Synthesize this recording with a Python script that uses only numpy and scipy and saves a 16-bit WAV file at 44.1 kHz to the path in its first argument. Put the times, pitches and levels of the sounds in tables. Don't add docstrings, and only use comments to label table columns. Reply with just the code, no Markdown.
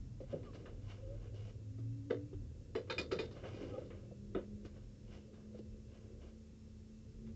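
import sys
import numpy as np
from scipy import signal
from scipy.fft import rfft, irfft, next_fast_len
from scipy.io import wavfile

SR = 44100
rng = np.random.default_rng(int(sys.argv[2]) if len(sys.argv) > 2 else 0)


def unload_wav(signal):
    wavfile.write(
        sys.argv[1],
        SR,
        np.round(np.clip(np.atleast_2d(signal).T, -1, 1) * 32767).astype(np.int16),
    )


def decibels_to_gain(level_db):
    exponent = np.asarray(level_db, float) / 20
    return 10 ** exponent


N = 324135

# f/Hz, level per Hz/dB
HISS_SPECTRUM = [(600, -12), (780, 2), (1500, 1), (2300, 0), (5000, 0), (6800, 1), (7500, -1), (8000, -11),
                 (8650, -16), (9100, -45)]
# f/Hz, width/Hz, level/dB
WHINE_TONES = [(2665, 12, -91), (5335, 20, -92), (6665, 30, -99)]
# t/s, level/dB
TRAFFIC_ROAR = [(0, -45), (.5, -49.5), (1.1, -48.5), (1.7, -51.5), (2.2, -49.5), (3, -49), (4, -52),
                (4.6, -49), (5.3, -53), (6.3, -54.5), (7.35, -50)]
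# t/s, firing rate f/Hz, level/dB
EARLY_CAR = [
    (0.8, 100.2, -58.5),
    (1.2, 103, -55),
    (1.65, 105.7, -55),
    (1.888, 109.6, -45.5),
    (2.06, 112.4, -55.5),
    (2.18, 108.2, -55),
    (2.3, 112.3, -66),
]
# t/s, f/Hz, level/dB
HIGH_CAR = [
    (1.55, 262.5, -74),
    (1.65, 261.4, -63.5),
    (2.232, 296, -56),
    (2.29, 295.3, -69),
    (2.37, 294, -53),
    (2.43, 284, -70.5),
    (2.55, 275, -71.5),
]
# t/s, firing rate f/Hz, level/dB
LATE_CAR = [
    (3.8, 65.7, -67.5),
    (4.5, 68.8, -59.5),
    (4.83, 70.1, -64.5),
    (4.98, 70, -74.5),
    (5.25, 70.51, -63),
    (6.51, 73.4, -67),
    (6.62, 72, -70),
    (7.14, 72.9, -65),
    (7.35, 74, -55.5),
]
# t/s, f/Hz, level/dB
IDLING_CAR = [
    (1.5, 70, -66.5),
    (2.31, 77.6, -68),
    (2.44, 75.9, -52),
    (4.63, 76.2, -57.5),
    (4.8, 76.6, -67),
    (5.15, 73, -59),
    (5.9, 71.5, -57),
    (6.78, 72.5, -56),
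    (7.35, 75, -60),
]
# multiple of the firing rate, level/dB
EARLY_PARTIALS = [(0.399, -25.5), (1, 5), (1.499, -23), (2, -18.5)]
LATE_PARTIALS = [(1, -9), (2, -20), (3, 5.5), (4, -23.5), (5, -10.5), (6, -11.5)]
# t/s, f/Hz, length/s, level/dB
WEIGHT_SHIFTS = [(0.0, 40, 0.034, -39.5), (0.248, 42, .08, -50), (0.325, 149, 0.058, -43),
                 (0.325, 253, 0.077, -47.5), (0.417, 39.6, 0.099, -47.5), (1.003, 41.8, .35, -45),
                 (1.826, 41, .08, -56), (2.336, 42, .12, -43.5), (2.338, 94.8, 0.099, -40.5),
                 (3.12, 165, 0.13, -47.5), (3.19, 216, 0.12, -52), (3.55, 188.6, 0.13, -54),
                 (0.5, 36, 0.04, -58), (.68, 36.6, 0.14, -48.5), (3.601, 280.6, 0.12, -47.5),
                 (5.696, 41.6, .1, -51.5), (6.096, 39, 0.22, -56), (6.864, 40, 0.15, -57),
                 (7.151, 42.6, 0.093, -50)]
# t/s, length/s, first f/Hz, last f/Hz, loudest level/dB
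SEAT_CREAKS = [
    (0.985, .022, 515, 515, -56),
    (1.02, .14, 530, 548, -52),
    (0.85, .045, 995, 985, -70),
    (0.445, .068, 1170, 1190, -72),
    (3.712, .058, 1240, 1200, -60),
    (3.685, .11, 830, 805, -65),
]
# loudest t/s, rise/s, fall/s, level/dB, brightness/dB
CLOTH_RUSTLES = [(.21, 0.023, 0.046, -82.5, 4.5), (0.321, 0.091, 0.15, -66.5, -8),
                 (0.453, 0.032, 0.1, -68, -10), (0.555, 0.028, 0.21, -69, -4.5),
                 (0.664, 0.0058, 0.088, -63.5, -20), (0.915, 0.14, 0.16, -67.5, -2.5),
                 (1.28, 0.64, 0.051, -75, -10.5), (1.35, .015, 0.28, -75, 2.5), (1.5, .3, 0.041, -73, -5),
                 (3.26, .02, 0.015, -70.5, 4), (3.36, 0.056, 0.15, -77.5, -14),
                 (3.456, 0.03, 0.059, -57.5, -15), (3.629, 0.69, 0.39, -64.5, -5),
                 (3.95, 0.062, 0.22, -72, -19), (4.656, 0.027, 0.046, -75, 8), (4.775, 0.14, 0.2, -75, -13),
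                 (5.142, 0.11, .17, -69.5, -2.5), (5.34, 0.011, 0.28, -72.5, -25),
                 (5.591, 0.068, 0.031, -77, 5), (5.948, 0.095, 0.15, -73.5, -5.5),
                 (6.044, .05, 0.18, -79, -16), (6.226, .04, 0.14, -73, -6.5),
                 (6.292, 0.11, 0.062, -78, -4.5)]
# t/s, level/dB
SEAT_WORK = [(0.15, -77.5), (0.55, -54.5), (0.94, -66), (1.11, -58.5), (1.45, -60.5), (1.78, -69.5),
             (2.75, -65), (2.95, -51), (3.45, -57.5), (3.64, -46.5), (3.9, -56), (4.13, -63.5), (4.95, -66),
             (5.2, -62.5), (6.05, -66.5), (6.18, -60.5), (6.6, -72.5), (7.35, -65.5)]
# f/Hz, width/Hz, level/dB
LOW_CLOTH = [(1094, 150, 3.5), (1240, 68, 5), (1644, 300, 1.5)]
HIGH_CLOTH = [(2043, 480, 0.5), (2563, 190, -3), (2948, 350, -2), (3227, 930, -8)]
# f/Hz, time to fall 60 dB/s
CABIN_MODES = [(312, 0.16), (345, .18), (371, 0.22), (395, 0.17), (447, 0.26), (495, 0.39), (520, 0.19),
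               (553, 0.12)]
# t/s, level/dB, tongue over frame/dB
BUCKLE_CLINKS = [
    (2.898, -39.5, -3),
    (2.9801, -29.5, 16),
    (3.114, -52, -4),
    (3.1871, -41.5, 1),
    (3.544, -60, 8),
]
# f/Hz, level/dB, time to fall 60 dB/s
TONGUE_MODES = [(2330, -22, .14), (2450, 1, .085), (2995, -18, .15), (3962, -19, .15), (4820, -15, .08),
                (5114, -14, .065)]
FRAME_MODES = [(1642, -8, .12), (3128, -8, .1), (3637, -6, .27), (3690, -9, .22), (3790, -8, .18),
               (3975, -6, .17), (4192, -7, .16), (4420, -15, .1), (4900, -10, .1)]
# t/s, crack level/dB, boom f/Hz, boom level/dB, edge level/dB
TRIM_KNOCKS = [
    (0.204, -66, 540, -53.5, -78),
    (0.4303, -61, 401, -62.5, -71),
    (2.7512, -41, 432, -44.5, -49),
    (2.899, -36.5, 490, -50, -41.5),
    (2.9812, -38, 300, -45.5, -35),
    (3.1883, -39, 425, -46.5, -41.5),
    (3.3678, -57.5, 503, -64, -68),
    (3.8508, -70, 526, -72, -64),
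    (4.4228, -72, 474, -57, -87),
    (7.2665, -64.5, 341, -71, -78),
]
# t/s, crack level/dB, boom f/Hz, boom level/dB, edge level/dB
SOFT_KNOCKS = [(0.2326, -77, 565, -60.5, -89), (0.328, -69, 572, -45, -79), (0.5328, -59, 440, -70, -59),
               (0.6565, -54.5, 445, -62, -70), (1.7846, -69, 272, -59, -71),
               (2.1017, -42.5, 440, -41.5, -53), (2.33, -67.5, 407, -57, -77),
               (2.8745, -59.5, 483, -70, -83), (3.114, -37.5, 412, -42.5, -39.5),
               (3.3099, -61.5, 334, -69, -57), (3.4353, -52.5, 595, -52.5, -82),
               (3.543, -64, 457, -70, -60), (3.7369, -60, 490, -54, -92), (3.7807, -60, 543, -53, -67),
               (3.8194, -61.5, 551, -54, -79), (3.904, -55, 455, -59, -82), (1.339, -73.5, 468, -60, -72),
               (4.1132, -77, 540, -57, -88), (4.349, -43, 363, -41.5, -84), (4.6504, -60, 311, -54.5, -65),
               (4.7629, -72, 497, -67, -79), (5.332, -65, 366, -69, -67), (5.547, -70, 469, -56, -74),
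               (5.5912, -82, 473, -54.5, -73)]


def band(x, hz, width, order=2):
    edges = [max(hz - width / 2, 10), hz + width / 2]
    return signal.sosfilt(signal.butter(order, edges, "band", fs=SR, output="sos"), x)


def unit(x):
    return x / np.sqrt(np.mean(x ** 2, axis=-1, keepdims=True))


def walk(rate):
    steps = np.arange(N) * (rate / SR)
    count = int(steps[-1]) + 2
    return 1.2 * np.interp(steps, np.arange(count), rng.standard_normal(count))


def columns(table):
    s, *cols = np.transpose(table)
    t = np.arange(N) / SR
    fade_s = min(0.036 * (s[-1] - s[0]), .05)
    gate = np.clip(np.minimum(t - s[0], s[-1] - t) / fade_s, 0, 1)
    return [np.interp(t, s, c) for c in cols] + [gate]


def add(out, s, x):
    i = int(s * SR)
    out[i:i + len(x)] += x[:N - i]


def decay(t, t60):
    return decibels_to_gain(-60 * t / t60)


def ring(t, hz, t60, phase):
    return np.sin(2 * np.pi * (hz * t + phase)) * decay(t, t60)


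def swell(s, rise_s, fall_s, span_db):
    t = np.arange(N) / SR - s
    return decibels_to_gain(span_db * np.maximum(np.minimum(t / rise_s, -t / fall_s), -4))


def grains(rate, spread_db):
    hits = rng.random(N) < rate / SR
    return hits * rng.standard_normal(N) * decibels_to_gain(spread_db * rng.exponential(size=N))


def drone(table, partials, wobble, flutter_db):
    hz, db, gate = columns(table)
    on, out = gate > 0, np.zeros(N)
    turns = np.cumsum((hz * (1 + wobble * walk(30)))[on]) / SR
    for multiple, partial_db in partials:
        level_db = db + 4.0 + partial_db + flutter_db * walk(6.6)
        out[on] += decibels_to_gain(level_db[on]) * np.sin(2 * np.pi * (multiple * turns + rng.random()))
    return gate * out


def electronics():
    hz, db = np.transpose(HISS_SPECTRUM)
    size = next_fast_len(N)
    f = np.arange(size // 2 + 1) * SR / size + 1
    shape = decibels_to_gain(np.interp(np.log(f), np.log(hz), db))
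    hiss = irfft(rfft(rng.standard_normal(size)) * shape, size)[:N]
    out = decibels_to_gain(-77.3) * unit(hiss)
    noise = rng.standard_normal(N)
    for hz, width, db in WHINE_TONES:
        blur = unit(band(noise, hz, width, order=1))
        tone = 2 * np.sin(2 * np.pi * hz * np.arange(N) / SR)
        out += decibels_to_gain(db) * unit(blur + tone)
    return out


def traffic():
    level_db = columns(TRAFFIC_ROAR)[0]
    deep, panel, pan = (decibels_to_gain(level_db + db + 1.5 * walk(4.115)) for db in (-9.5, -4.5, -12.5))
    noise = rng.standard_normal((4, N))
    panels = unit(band(noise[1], 104.8, 35.)) + 0.49 * unit(band(noise[2], 79.5, 25.))
    roar = deep * unit(band(noise[0], 41., 14.0)) + panel * unit(panels)
    return roar + pan * unit(band(noise[3], 193.6, 130.0))


def engines():
    cars = drone(EARLY_CAR, EARLY_PARTIALS, wobble=0.022, flutter_db=3.0)
    cars += drone(HIGH_CAR, [(0.99, 0.0092)], wobble=0.0085, flutter_db=3.5)
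    cars += drone(LATE_CAR, LATE_PARTIALS, wobble=0.0041, flutter_db=3.0)
    return cars + drone(IDLING_CAR, [(1, -4.5), (1.5, -15.5)], wobble=0.019, flutter_db=2.5)


def shifts():
    out, t = np.zeros(N), np.arange(SR) / SR
    for s, hz, length, db in WEIGHT_SHIFTS:
        phase = rng.random(2)
        push = (t / length) * np.exp(1 - 3.27 * t / length) * 3
        rock = np.sin(2 * np.pi * (hz * t + phase[0]))
        rock += 0.47 * np.sin(2 * np.pi * (1.2 * hz * t + phase[1]))
        add(out, s, decibels_to_gain(db) * push * rock)
    return out


def creaks():
    out = np.zeros(N)
    for s, length, hz0, hz1, db in SEAT_CREAKS:
        curve = [(s, hz0, db - 5), (s + .75 * length, hz1, db), (s + length, hz1, db - 3)]
        stutter = decibels_to_gain(3.0 * walk(55) - 1.5)
        out += stutter * drone(curve, [(1, 0), (2, -38)], wobble=.028, flutter_db=2.5)
    return out


def rustles():
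    fibres = grains(9000., 2.2)
    low, high = (unit(sum(decibels_to_gain(db) * band(fibres, hz, w) for hz, w, db in part))
                 for part in (LOW_CLOTH, HIGH_CLOTH))
    fine = unit(band(fibres, 4040.0, 3500.0, order=3))
    low = low + decibels_to_gain(4.5) * unit(band(fibres, 556, 350., order=3))
    out = np.zeros(N)
    for s, rise, fall, db, bright_db in CLOTH_RUSTLES:
        mix = low + decibels_to_gain(2.5 + .35 * bright_db) * high + decibels_to_gain(bright_db) * fine
        out += decibels_to_gain(db) * swell(s, rise, fall, span_db=27.5) * mix
    return out * decibels_to_gain(0.75 * walk(40))


def seat_thuds():
    thumps = grains(1500., 0.99)
    seat = sum(band(thumps, hz, 97.0, order=1) for hz, _ in CABIN_MODES)
    seat = seat + 1.5 * band(thumps, 670.0, 45.0)
    return decibels_to_gain(columns(SEAT_WORK)[0] - 0.5) * unit(band(seat, 356.0, 366.0, order=5))


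def clinks():
    out, t = np.zeros(N), np.arange(int(.4 * SR)) / SR
    onset = 1 - np.exp(-t / .002)
    for s, db, share_db in BUCKLE_CLINKS:
        for part, part_db in ((TONGUE_MODES, db), (FRAME_MODES, db - 4 - share_db)):
            for hz, mode_db, t60 in part:
                luck, phase = rng.standard_normal(2)
                level = decibels_to_gain(part_db + mode_db + 1.6 * np.tanh(luck))
                add(out, s, level * ring(t, hz, t60, phase) * onset)
    return out


def trim_rattle(noises, c):
    length = int(.06 * SR)
    t = np.arange(length) / SR
    trim = (rng.standard_normal(length) + 1.1 * c[:, :length]) * decay(t, 0.03)
    trim[:, 0] = 16.
    impacts = decibels_to_gain(1.8 * rng.exponential(size=c.shape)) * (rng.random(c.shape) < 6000. / SR)
    impacts[:, :40] = .9
    return [signal.fftconvolve(x * impacts + 0.034 * x, trim, axes=1)[:, :c.shape[1]] for x in noises]


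def cabin_boom(t, hz, boom_db, thud):
    mode_hz, mode_t60 = np.transpose(CABIN_MODES)[:, :, None]
    near = 1 / (1 + ((mode_hz - hz) / 60.) ** 2)
    modes = near * ring(t, mode_hz, mode_t60, rng.random(mode_hz.shape))
    build_s = np.interp(boom_db, [-54, -46], [.0025, .009])
    boom_t60 = np.interp(boom_db, [-54, -46], [.12, 1.5])
    boom = (modes.sum(axis=0) / np.linalg.norm(near) + thud) * (1 - np.exp(-t / build_s))
    return boom * decay(t, boom_t60)


def knocks():
    out, t = np.zeros(N), np.arange(int(.3 * SR)) / SR
    rows = list(TRIM_KNOCKS) + list(SOFT_KNOCKS)
    a, b, c = np.moveaxis(rng.standard_normal((len(rows), 3, len(t))), 1, 0)
    a, b = trim_rattle((a, b), c)
    chatter = decibels_to_gain(1.7 * unit(band(c, 77.0, 67.0, order=1))) * (1 - np.exp(-t / 0.0012))
    broad = 0.59 * unit(band(a, 2250.0, 2770.0, order=8)) * decay(t, 0.19)
    broad += 0.4 * unit(band(b, 1200., 1200.0, order=2)) * decay(t, 0.2)
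    edges = unit(band(b, 4250.0, 1700.0, order=4)) * decay(t, .17)
    edges += 0.27 * unit(band(b, 6320.0, 1800.0, order=3)) * decay(t, .15)
    edges *= 1 - np.exp(-t / 0.0083)
    thuds = 0.43 * unit(band(c, 382.0, 435.0, order=5)) * decay(t, 0.22)
    for k, (s, crack_db, hz, boom_db, edge_db) in enumerate(rows):
        padded = k >= len(TRIM_KNOCKS)
        crack_hz = 1360 if padded else 2440
        crack = broad[k] + 0.49 * unit(band(a[k], crack_hz, 0.37 * crack_hz)) * decay(t, 0.18)
        if padded:
            crack = 1.26 * band(crack, 1200, 2400, order=1)
        rattle = decibels_to_gain(crack_db - 3.0) * crack + decibels_to_gain(edge_db - 5.5) * edges[k]
        boom = decibels_to_gain(boom_db + 15.5) * cabin_boom(t, hz, boom_db, thuds[k])
        add(out, s - .001, chatter[k] * rattle + boom)
    return out


def scene():
    background = traffic() + engines() + shifts()
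    driver = creaks() + rustles() + seat_thuds()
    return (background + driver + clinks() + knocks())[None]


def roll_off(x):
    return signal.sosfilt(signal.butter(12, 8820, fs=SR, output="sos"), x)


def record(dry):
    dull = signal.sosfilt(signal.cheby1(6, 1, 7600., fs=SR, output="sos"), dry)
    return roll_off(dull + electronics())


dry = scene()
out = record(dry)
unload_wav(out)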